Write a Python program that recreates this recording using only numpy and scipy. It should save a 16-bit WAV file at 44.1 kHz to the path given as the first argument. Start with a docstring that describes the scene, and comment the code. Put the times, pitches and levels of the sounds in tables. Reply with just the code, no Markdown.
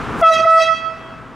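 """On a night street, an air horn gives two quick toots, each just after a spit of air from its valve.
Air shakes the horn's diaphragm, making a stack of partials (tones at multiples of one pitch).
House fronts throw the toots back brighter and rougher, so they merge into one blare with a ringing tail.
Underneath are an idling engine and traffic, which sounds much quieter once the horn has started."""
import sys
import numpy as np
from scipy import signal
from scipy.fft import rfft, irfft, next_fast_len
from scipy.io import wavfile
from scipy.ndimage import uniform_filter1d, map_coordinates

SR = 44100
rng = np.random.default_rng(int(sys.argv[2]) if len(sys.argv) > 2 else 0)


def generate_wav(sig):
    """Save sig (samples, or channels by samples) to the path in sys.argv[1] as 16-bit PCM at SR."""
    pcm = np.round(np.clip(np.atleast_2d(sig).T, -1, 1) * 32767).astype(np.int16)
    wavfile.write(sys.argv[1], SR, pcm)


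N = 59535


def amp(db):
    """Turn decibels into a number to multiply by."""
    return 10 ** (np.asarray(db) / 20)


def unit(x):
    """Scale a sound to an average power of 1."""
    return x / np.sqrt(np.mean(np.abs(x) ** 2) + 1e-20)


def clock():
    """The time in seconds at each sample."""
    return np.arange(N) / SR


def along(points, hz):
    """Read between the rows of a frequency table, with octaves evenly spaced."""
    freqs, values = np.transpose(points)
    return np.interp(np.log(hz + 1), np.log(freqs + 1), values)


def curves(rows):
    """Join the rows of a time table with straight lines, one curve per value column."""
    times, *columns = np.transpose(rows)
    return [np.interp(clock(), times, column) for column in columns]


def wobble(rate):
    """A smooth curve through `rate` random values a second."""
    return map_coordinates(rng.standard_normal(256), [clock() * rate], mode="wrap")


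def filtered(x, response):
    """Turn each frequency in x up or down by the gain that `response` gives."""
    size = next_fast_len(N + SR // 2)
    return irfft(rfft(x, size) * response(np.fft.rfftfreq(size, 1 / SR)), size)[..., :N]


def panned(balance_db):
    """Left and right gains that average 1; a positive balance leans left."""
    gains = amp(np.array([np.atleast_1d(balance_db), -np.atleast_1d(balance_db)]) / 2)
    return gains / gains.mean(axis=0)


# How alike noise is in the two ears. Each row: frequency in Hz, likeness (1 is identical).
EAR_LIKENESS = [(30, .99), (120, 0.57), (300, 0.98), (5000, 1), (12000, 0.5)]
def noise(spectrum):
    """Stereo noise with the given tone colour and an average power of 1."""
    def response(hz):
        width = np.arccos(np.clip(along(EAR_LIKENESS, hz), -1, 1)) / 2
        return amp(along(spectrum, hz)) * [np.cos(width), np.sin(width)]
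    mid, side = filtered(rng.standard_normal((2, N)), response)
    return unit(np.array([mid + side, mid - side]))


# How loud the traffic is. Each row: time in seconds, rumble in dB, tyre noise in dB.
TRAFFIC_LEVELS = [(0, -29, -27), (.205, -27, -27), (.25, -45, -42), (.315, -46, -42), (.385, -33, -36),
                  (.445, -36, -38), (.48, -49, -50), (.57, -49, -50), (.63, -43, -42), (1.0, -42, -38),
                  (1.35, -40, -41)]
# The tone colours of rumble and tyres. Each row: frequency in Hz, relative level in dB.
RUMBLE_COLOUR = [(15, -17.5), (30, -1), (42, 0), (260, 5), (340, -0.5), (500, -0.5), (900, -77.5)]
TYRE_COLOUR = [(150, -41.5), (500, -8), (800, -5.5), (1200, -0.5), (1500, -5), (1900, -12), (3000, -19),
               (4500, -29), (8500, -37), (15000, -53.5)]
# The engine's hum. Each row: multiple of the firing rate, level in dB as the scene ends.
ENGINE_TONES = [(1, -58.5), (2, -47.5), (4, -53)]
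# Where rumble and hum sit. Each row: frequency in Hz, left minus right in dB.
RUMBLE_BALANCE = [(30, -1), (80, 0.5), (140, 10), (260, 1)]
def traffic(firing_hz=63.44):
    """The road rumbles, tyres hiss and an idling engine fires a little unevenly."""
    rumble_db, tyres_db = curves(TRAFFIC_LEVELS)
    phase = 2 * np.pi * np.cumsum(firing_hz * (1 + 0.0095 * wobble(39))) / SR
    idle = np.zeros(N)
    for multiple, db in ENGINE_TONES:
        level = np.sqrt(2) * amp(db + 1.3 * wobble(14))
        idle += level * np.sin(round(multiple) * phase + rng.uniform(0, 2 * np.pi))
    idle *= amp(np.minimum(rumble_db - rumble_db[-1], 2))  # the hum dips with the rumble
    low = amp(rumble_db) * noise(RUMBLE_COLOUR) + idle
    low = filtered(low, lambda hz: panned(along(RUMBLE_BALANCE, hz)))
    return low + amp(tyres_db) * noise(TYRE_COLOUR)


# How long the street rings. Each row: frequency in Hz, seconds to fade by 60 dB.
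RING_TIMES = [(300, 0.33), (1500, 0.41), (4000, 1), (12000, 0.095)]
def street_echo(sound, level_db=-21.5):
    """Sound bounces between the houses and blurs into a tail that rings longest near 4000 Hz."""
    hz, t, spectrum = signal.stft(rng.standard_normal((2, SR)), SR, nperseg=256)
    fade = amp(-60 * t / along(RING_TIMES, hz)[:, None])
    tail = signal.istft(spectrum * fade, SR, nperseg=256)[1]
    return amp(level_db) * signal.fftconvolve(sound, tail / np.linalg.norm(tail[0]), axes=1)[:, :N]


# The two toots. Each row: start in seconds, length in seconds, level of the spit before it in dB.
TOOTS = [(.213, 0.085, -42.5), (0.453, 0.135, -54)]
# The spit's tone colour. Each row: frequency in Hz, relative level in dB.
SPIT_COLOUR = [(2000, -10), (5000, 1), (8500, 1.5), (11000, -3.5), (14000, -8), (15700, -9)]
ATTACK_S, BITE_LAG_S = 0.003, 0.011  # the horn's quickest rise; the wait for partials 3 and up
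def valve_spit(rise_s=0.066, flutter_db=2):
    """Air hisses from the valve, swelling until the horn speaks."""
    t = clock()
    opening = np.zeros(N)
    for start, _, db in TOOTS:
        end = start + BITE_LAG_S / 2
        swell = np.clip(1 + (t - end) / rise_s, 0, 1)
        opening += amp(db) * swell * np.clip((end - t) / ATTACK_S, 0, 1)
    return amp(flutter_db * wobble(240)) * opening * noise(SPIT_COLOUR)


def crackle(level_db=-36, thinning_s=0.04):
    """Faint ticks that thin out after the start of each toot."""
    t = clock()
    bursts = sum((t > start + BITE_LAG_S) * np.exp(-np.abs(t - start) / thinning_s) for start, *_ in TOOTS)
    ticks_per_s = 140 * bursts
    return amp(level_db) * (rng.random(N) < ticks_per_s / SR) * rng.choice([-1, 1], N)


# The tone colour of the noise band that follows the tone. Each row: frequency in Hz, relative level in dB.
NOISE_BAND_COLOUR = [(300, -16), (700, -4), (1500, 0), (2600, -12), (4000, -21), (6000, -28), (15000, -39)]
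def noise_band(tone, roughness, relative_db=-32):
    """A faint noise band follows the tone's loudness, a touch louder where the horn is rough."""
    loudness = np.sqrt(np.abs(uniform_filter1d(tone.mean(axis=0) ** 2, SR // 100)))
    return amp(relative_db + 0.5 * roughness) * loudness * noise(NOISE_BAND_COLOUR)


# How rough the partials get. Each row: frequency in Hz, number to multiply the roughness by.
ROUGH_FACTORS = [(650, 0.34), (1300, 0.57), (1960, 2.42), (2600, 1.42), (3300, 0.99), (5200, 2.3),
                 (8000, 1.2), (13000, 0.8)]
def echo_flutter(hz, roughness, slow_hz=3.2, fast_hz=45.6, width=0.17):
    """Many reflections add up, shaking one partial's size and phase but keeping its average power."""
    def rates(f):
        return f / np.hypot(f, slow_hz) / (1 + (f / fast_hz) ** 2)
    real, imaginary = filtered(rng.standard_normal((2, 2, N)), rates)
    mid, side = unit(real + 1j * imaginary)
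    flutter = np.array([mid + width * side, mid - width * side])
    depth = roughness * along(ROUGH_FACTORS, hz)
    return (1 + depth * flutter) / np.sqrt(1 + depth ** 2)


def handovers(slip_rad=0.8, change_s=0.008):
    """Direct sound (1 in a toot, 0 outside) and echo take turns; the phase slips at each swap."""
    def step(at):
        return np.tanh((clock() - at) / change_s) / 2
    direct = sum(step(start) - step(start + length) for start, length, _ in TOOTS)
    swaps = [edge for start, length, _ in TOOTS for edge in (start, start + length)][1:]
    slip = slip_rad * sum(step(at) for at in swaps)
    tail_s = np.maximum(clock() - swaps[-1], 0)  # time since the last toot ended
    return direct, slip, tail_s


HORN_HZ = 652.8
def diaphragm_phase(sharp_hz=27, settle_s=0.021, sag_hz=3.45):
    """The diaphragm starts sharp and settles; the note sags a little before the second toot."""
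    t = clock()
    overshoot = sharp_hz * np.exp(-((t - TOOTS[0][0]) / settle_s) ** 4)
    sag = sag_hz * np.exp(-((t - 0.409) / 0.091) ** 2)
    return 2 * np.pi * np.cumsum(HORN_HZ + overshoot - sag) / SR


# How loud the five lowest partials are, echoes included. Each row: time in seconds, level in dB.
PARTIAL_1 = [(.21, -19), (.221, -16), (.228, -7.5), (.243, -17.5), (.28, -19), (.305, -14), (.345, -16.5),
             (.368, -23), (.405, -16.5), (.442, -22), (.459, -10.5), (.48, -17), (.555, -17), (.59, -12.5),
             (.625, -15), (.655, -21), (.69, -19), (.73, -24.5), (.76, -37), (.93, -32), (.96, -42),
             (1.12, -41), (1.25, -53)]
PARTIAL_2 = [(.21, -20), (.23, -17), (.24, -9.5), (.288, -8.5), (.325, -18), (.40, -19), (.444, -13),
             (.454, -29), (.463, -16), (.478, -11.5), (.575, -10), (.62, -19), (.65, -25), (.70, -14.5),
             (.73, -16), (.76, -31), (.815, -34), (.85, -24), (.88, -22.5), (.92, -32), (1.0, -44),
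             (1.19, -41), (1.3, -52)]
PARTIAL_3 = [(0.23, -23), (0.264, -33.5), (0.312, -33.5), (0.328, -23), (0.4, -31), (0.504, -31.5),
             (0.536, -26), (0.628, -26.5), (0.644, -28.5), (0.688, -23), (0.722, -33), (1.15, -56)]
PARTIAL_4 = [(.23, -30), (.268, -25), (.30, -34), (.394, -19), (.425, -33), (.47, -39), (.54, -31),
             (.59, -37), (.618, -19.5), (.742, -38), (.765, -30.5), (.88, -44), (.93, -40.5), (1.10, -56),
             (1.15, -47), (1.23, -64)]
PARTIAL_5 = [(.23, -32), (.27, -31), (.315, -42), (.355, -22.5), (.39, -24.5), (.42, -35), (.51, -46),
             (.555, -44), (.61, -29), (.675, -26.5), (.70, -42), (.72, -35), (.78, -31.5), (.825, -45),
             (.88, -38), (.935, -62), (.97, -54), (1.09, -47.5), (1.22, -67)]
# Base levels higher up. Each row: time in seconds, dB for partials 6 to 10, dB for the rest.
HIGH_PARTIALS = [(.23, -45, -57), (.27, -38, -43), (.31, -35, -45), (.338, -26.5, -37), (.37, -32, -45),
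                 (.40, -33.5, -46), (.465, -43, -58), (.505, -39, -45), (.548, -46, -42.5), (.58, -35, -42),
                 (.625, -28, -39), (.655, -33.5, -45), (.71, -40.5, -52), (.78, -40.5, -54),
                 (.83, -51, -66), (1.25, -70, -95)]
# The tone colour of those high partials. Each row: frequency in Hz, dB added to the base level.
HIGH_COLOUR = [(3910, -6), (5220, -7.3), (6520, -15.5), (7830, -12), (9130, -16.5), (11700, -28),
               (12400, -22), (13700, -37), (15000, -43)]
# Where the horn sits. Each row: time in seconds, left minus right in dB for partial 1, then for 2.
HORN_BALANCE = [(0.22, 1, 1.5), (0.282, 0.5, -0.5), (0.368, -8, -7), (0.462, 1, -6), (0.562, -0.5, 0),
                (0.65, -7.5, -5.5), (0.74, -0.5, -17.5), (0.82, -5, -21), (1.0, -8.5, 2)]
# The rasp where starts and stops echo. Each row: time in seconds, roughness (0 is clean).
ROUGHNESS = [(.225, .5), (.25, .13), (.28, .13), (.325, .52), (.46, .5), (.488, .06), (.565, .06),
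             (.588, .55), (.64, .32), (.68, .18), (1.1, .25)]
def horn(roughness, count=23, wobbles_per_s=20):
    """A diaphragm's stack of partials: clean when heard directly, rough and drifting among the echoes."""
    since_start = clock() - TOOTS[0][0]
    phase = diaphragm_phase()
    direct, slip, tail_s = handovers()
    tables = (PARTIAL_1, PARTIAL_2, PARTIAL_3, PARTIAL_4, PARTIAL_5, HIGH_PARTIALS)
    levels = [curve for rows in tables for curve in curves(rows)]
    balances = curves(HORN_BALANCE)
    out = np.zeros((2, N))
    for k in range(1, count + 1):
        hz, low, high = k * HORN_HZ, k <= 2, k > 5
        level_db = levels[np.searchsorted([1, 2, 3, 4, 5, 10], k)]
        if high:
            flicker_db = 3 * wobble(wobbles_per_s) * (1 - direct / 2)
            dulling_db = 75 * tail_s * max(2 * k / count - 1, 0)  # the top dies first in the echoes
            level_db = level_db + along(HIGH_COLOUR, hz) + flicker_db - dulling_db
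        balance_db = balances[k - 1] if low else 1.3 * wobble(wobbles_per_s) * (2 - direct)
        drift = rng.uniform(0, 2 * np.pi) + (1 - direct) * 0.7 * wobble(wobbles_per_s)
        drift -= (-1) ** k * min(k, 2) * slip  # odd partials flick up, even ones down
        tone = np.exp(1j * (k * phase + drift)) * echo_flutter(hz, roughness)
        wait_s = 0 if low else BITE_LAG_S
        rise_s = ATTACK_S * (k if high else 1)
        onset = np.clip((since_start - wait_s) / rise_s, 0, 1)
        out += np.sqrt(2) * tone.real * amp(level_db) * panned(balance_db) * onset
    return out


def scene():
    """The horn with its echo, spit, noise band and crackle, over the traffic."""
    roughness, = curves(ROUGHNESS)
    tone = horn(roughness)
    return tone + street_echo(tone) + valve_spit() + noise_band(tone, roughness) + traffic() + crackle()


def record(dry):
    """Cut away everything above 15700 Hz."""
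    return filtered(dry, lambda hz: hz < 15700)


dry = scene()
out = record(dry)
generate_wav(out)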